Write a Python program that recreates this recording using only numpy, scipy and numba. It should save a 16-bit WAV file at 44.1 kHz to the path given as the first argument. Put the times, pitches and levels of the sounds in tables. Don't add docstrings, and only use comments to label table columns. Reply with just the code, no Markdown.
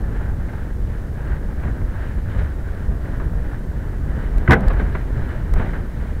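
import sys
import numpy as np
from scipy import signal
from scipy.fft import rfft, irfft
from scipy.io import wavfile
from scipy.ndimage import uniform_filter1d
from numba import njit

SR = 44100
rng = np.random.default_rng(int(sys.argv[2]) if len(sys.argv) > 2 else 0)


def master_out(mix):
    frames = np.transpose(np.atleast_2d(mix))
    ceiling = np.clip(frames, -1, 1)
    pcm = np.round(ceiling * 32767).astype(np.int16)
    wavfile.write(sys.argv[1], SR, pcm)


N = 273420
T = np.arange(N) / SR


def undb(db):
    return 10 ** (np.asarray(db) / 20)


def unit(x):
    return x / np.sqrt(np.mean(x ** 2))


def control(points):
    return np.interp(T, *np.transpose(points))


def colour(x, points):
    size = 16384
    hz, db = np.transpose(points)
    grid = np.maximum(np.fft.rfftfreq(size, 1 / SR), 1)
    skirt = np.minimum(hz[-1] / grid, 1) ** 2
    gain = skirt * undb(np.interp(np.log(grid), np.log(hz), db))
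    cepstrum = irfft(np.log(gain))
    cepstrum[1:size // 2] *= 2
    cepstrum[size // 2 + 1:] = 0
    response = irfft(np.exp(rfft(cepstrum)))
    return signal.fftconvolve(x, response / np.linalg.norm(response))[:N]


def contacts(per_s, spread_db):
    hits = rng.random(N) < per_s / SR
    signs = rng.choice([-1, 1], N)
    sizes = undb(spread_db * rng.standard_normal(N))
    return unit(hits * signs * sizes)


def walk(rate):
    step = int(SR / rate)
    steps = np.repeat(rng.standard_normal(N // step + 1), step)
    return unit(uniform_filter1d(steps, step)[:N])


def panels(x):
    # f/Hz, time to fall by 60 dB/s, relative level/dB at equal decay energy
    modes = [(185, 0.23, 10), (225, .2, -20), (363, 0.12, 19), (446, 0.29, 12), (514, 0.89, 3),
             (677, 0.14, 5.5), (775, 0.14, 13), (848, 0.035, -11), (1250, 0.35, -7), (1371, 0.052, 10),
             (1492, 0.07, 10), (1583, 0.089, -2), (1740, 0.058, -2), (2230, 0.057, -11)]
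    t = T[:SR // 2]
    ring = np.zeros(len(t))
    for hz, t60, db in modes:
        decay = np.exp(-np.log(1000) * t / t60)
        ring += undb(db) / np.sqrt(t60) * np.sin(2 * np.pi * hz * t) * decay
    return signal.fftconvolve(x, ring / np.linalg.norm(ring))[:N]


def push():
    first_push_s, stroke_s = 0.2, .365
    return np.cos(2 * np.pi * (T - first_push_s) / stroke_s)


def patches():
    # middle t/s, half length/s (lift falls to 1/e), rumble lift/dB, chatter lift/dB
    paving = [(0.36, 0.039, 0, -3.5), (0.854, .07, 3.5, -5), (1.33, 0.044, 5, 5), (1.677, 0.067, 4, 3),
              (2.03, 0.04, -1, 3.5), (2.413, .07, 6.5, 4), (2.927, 0.034, 7, 1), (4.734, 0.11, 5.5, 9),
              (5.20, 0.055, 4.5, 6), (5.29, 0.039, -1, 4), (5.61, 0.1, 4.5, 6), (5.774, 0.052, -1, 6.5),
              (5.916, 0.027, -7.5, -1.5)]
    middle_s, half_s, rumble_db, chatter_db = np.transpose(paving)
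    crossing = np.exp(-((T[:, None] - middle_s) / half_s) ** 2)
    return crossing @ rumble_db, crossing @ chatter_db


def rolling():
    # f/Hz, relative level/dB
    rumble_colour = [(12, -7.5), (25, -3), (40, -1), (55, -1.5), (85, -6.5), (110, -15.5), (150, -17),
                     (220, -37.5)]
    drone_colour = [(70, -19.5), (110, 3.5), (145, -1), (230, -4), (320, -9), (430, -11.5), (600, -17.5),
                    (800, -23.5), (1300, -28.5), (3000, -109)]
    chatter_colour = [(300, -10), (600, 3), (760, -3.5), (870, 2), (1080, -5), (1300, -3.5), (1560, 2),
                      (1900, -2.5), (2200, -13.5), (2600, -20), (4000, -29), (8000, -58)]
    # t/s, level/dB
    coarseness = [(0, 2.5), (.75, -2), (1.3, 0), (2.6, -1), (3.3, 1), (3.9, -.5), (4.4, 3), (5.1, 1),
                  (6.2, 0)]
    rumble_db, drone_db, chatter_db = -23, -32, -44.5
    drone_share = 0.41
    chatter_swing_db = 2.0
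    shake_db, rattle_db = patches()

    rumble = colour(rng.standard_normal(N), rumble_colour)
    rumble = rumble / np.sqrt(uniform_filter1d(rumble ** 2, int(.12 * SR)))
    rumble = rumble * undb(rumble_db + shake_db + 1.13 * walk(rate=12))

    drone = colour(contacts(per_s=1800, spread_db=3.0), drone_colour)
    drone = drone * undb(drone_db + drone_share * shake_db)

    grit = contacts(per_s=2000, spread_db=1.0) * undb(1.7 * walk(rate=40))
    chatter = colour(grit, chatter_colour) + undb(-13.5) * panels(grit)
    chatter = chatter * undb(chatter_db + rattle_db + chatter_swing_db * push())
    return undb(control(coarseness)) * (rumble + drone + chatter)


def chain():
    # f/Hz, relative level/dB
    link_colour = [(900, 1), (1700, 11), (2300, 4.5), (2700, -4), (3000, 0.5), (3350, -8.5), (3900, -6),
                   (4700, -18), (7000, -22), (14000, -34)]
    # t/s, level/dB
    effort = [(0, -2), (1.0, -2), (1.7, -2), (2.05, 2), (2.75, -1), (3.85, -4), (4.4, 4), (5.0, 2.5),
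              (5.6, 4), (6.2, 0)]
    # onset t/s, peak of the added gain/dB
    slaps = [(2.295, -49), (2.375, -42.5), (4.695, -42.5), (4.785, -42), (4.942, -54), (5.575, -46)]
    chain_db, swing_db = -51.5, 3
    swell_s = 0.013
    gain = undb(chain_db + control(effort) + swing_db * push())
    for s, db in slaps:
        age = np.maximum(T - s, 0) / swell_s
        gain = gain + undb(db) * age * np.exp(1 - age)
    return colour(contacts(per_s=1800, spread_db=2.5), link_colour) * gain


def crackles():
    # middle t/s, burst level/dB
    clicks = [(4.383, -37.5), (4.4948, -33), (4.5105, -29), (4.517, -31), (4.523, -25), (4.535, -30),
              (4.552, -38), (4.608, -38), (4.684, -29), (4.734, -40.5), (5.539, -32.5)]
    # f/Hz, relative level/dB
    click_colour = [(800, -9.5), (2500, 6.5), (5000, -1.5), (9000, -5), (15000, -7)]
    half_s = 0.00077
    bursts = sum(undb(db) * np.exp(-((T - s) / half_s) ** 2) for s, db in clicks)
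    return colour(bursts * rng.standard_normal(N), click_colour)


def jolts():
    # onset t/s, bounce f/Hz, envelope peak level/dB
    dips = [(1.83, 40, -10.5), (2.165, 40, -13), (2.877, 42.5, -8.5), (4.356, 35.3, -7), (4.487, 115, 1.5),
            (4.500, 79, 0.5), (4.511, 81.6, -2), (4.547, 48.7, -9), (4.665, 40, -3.5), (4.741, 41, -9),
            (5.518, 38.5, -4.5), (5.55, 29, -7.5)]
    out = np.zeros(N)
    for s, hz, db in dips:
        cycles = np.maximum(T - s, 0) * hz
        swell = cycles / 0.5
        envelope = swell ** 2 * np.exp(2 * (1 - swell))
        out += undb(db) * envelope * np.sin(2 * np.pi * cycles)
    return out


def knocks():
    # t/s, force level/dB, ring time constant/s, knock level/dB and boom level/dB re force
    blows = [(.485, -35, .012, -11, 5), (1.632, -39.5, .012, 12, -5), (1.674, -30.5, 0.0086, 1, 3),
             (1.812, -31, 0.0053, -9, -2), (2.345, -42.5, .02, 7, 15), (3.198, -34.5, 0.011, 5.5, -2),
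             (4.476, -11.5, 0.0063, -11, -20), (4.492, -21, .017, 7, 10.5), (4.506, -2, 0.012, -5.5, -3.5),
             (4.519, -4, 0.017, -6, -7), (4.530, -2.5, 0.0093, -5, -12.5), (4.552, -29, 0.033, 3, 17.5),
             (4.630, -40, 0.017, 15, 6), (4.701, -26.5, 0.015, 5.5, -2), (4.766, -30, 0.014, 0, -7),
             (4.793, -28, 0.022, -0.5, 4), (4.860, -34, .014, -7, -11), (4.949, -21, 0.0077, -1.5, -10),
             (5.536, -30, 0.0038, 10, -14), (5.557, -32, 0.015, 2, 9), (5.595, -28.5, 0.016, 5, 5),
             (5.659, -28, 0.0061, -4, -9), (5.733, -23, .007, -1.5, -18)]
    # f/Hz, relative level/dB
    clack_colour = [(400, -16), (900, -12), (1250, -4.5), (1560, 9.5), (1750, 2.5), (2050, 3),
                    (2450, -11.5), (3000, -18.5), (3500, -20), (4500, -33), (6000, -54), (9000, -84)]
    hollow_colour = [(200, -29.5), (400, 7.5), (600, -6), (950, -1.5), (1200, -2.5), (1600, -13),
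                     (2500, -19), (5000, -52)]
    boom_colour = [(60, -25), (110, -3), (170, -1), (280, -6.5), (400, -18.5), (700, -15), (1300, -36),
                   (3000, -96)]
    rise_s = 0.0016
    clack, knock, boom = np.zeros((3, N))
    t = T[:SR // 3]
    for s, db, ring_s, knock_db, boom_db in blows:
        buzz, flex, shake = rng.standard_normal((3, len(t)))
        start = int(s * SR)
        span = slice(start, start + len(t))
        force = undb(db) * (1 - np.exp(-t / rise_s))
        decay = np.exp(-t / ring_s)
        clack[span] += force * buzz * decay
        knock[span] += force * undb(knock_db) * flex * decay
        boom[span] += force * undb(boom_db) * shake * np.exp(-t / (2.06 * ring_s))
    hard = undb(-3.0) * colour(clack, clack_colour)
    ringing = undb(-7) * panels(clack)
    return hard + ringing + colour(knock, hollow_colour) + colour(boom, boom_colour)


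def scene():
    return (rolling() + chain() + crackles() + jolts() + knocks())[None]


@njit
def follow(x, attack, release):
    out, level = np.empty(len(x)), 0.
    for i in range(len(x)):
        level += (x[i] - level) * (attack if x[i] > level else release)
        out[i] = level
    return out


def gain_control(x, top_db, attack_s, release_s):
    level = follow(np.abs(x), 1 / (attack_s * SR), 1 / (release_s * SR))
    return x / np.maximum(level / undb(top_db), 1)


def record(dry):
    # f/Hz, relative level/dB
    hiss_colour = [(100, 6), (3000, 1), (6000, -1.5), (10000, -3), (15000, -4.5)]
    hiss_db, ceiling, top_hz = -57, .68, 15600
    x = dry[0] + undb(hiss_db) * colour(rng.standard_normal(N), hiss_colour)
    x = gain_control(x, top_db=-8.0, attack_s=0.024, release_s=0.27)
    x = np.clip(x, -ceiling, ceiling)
    lowpass = signal.ellip(8, .2, 70, top_hz, fs=SR, output="sos")
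    return signal.sosfilt(lowpass, x)[None]


dry = scene()
out = record(dry)
master_out(out)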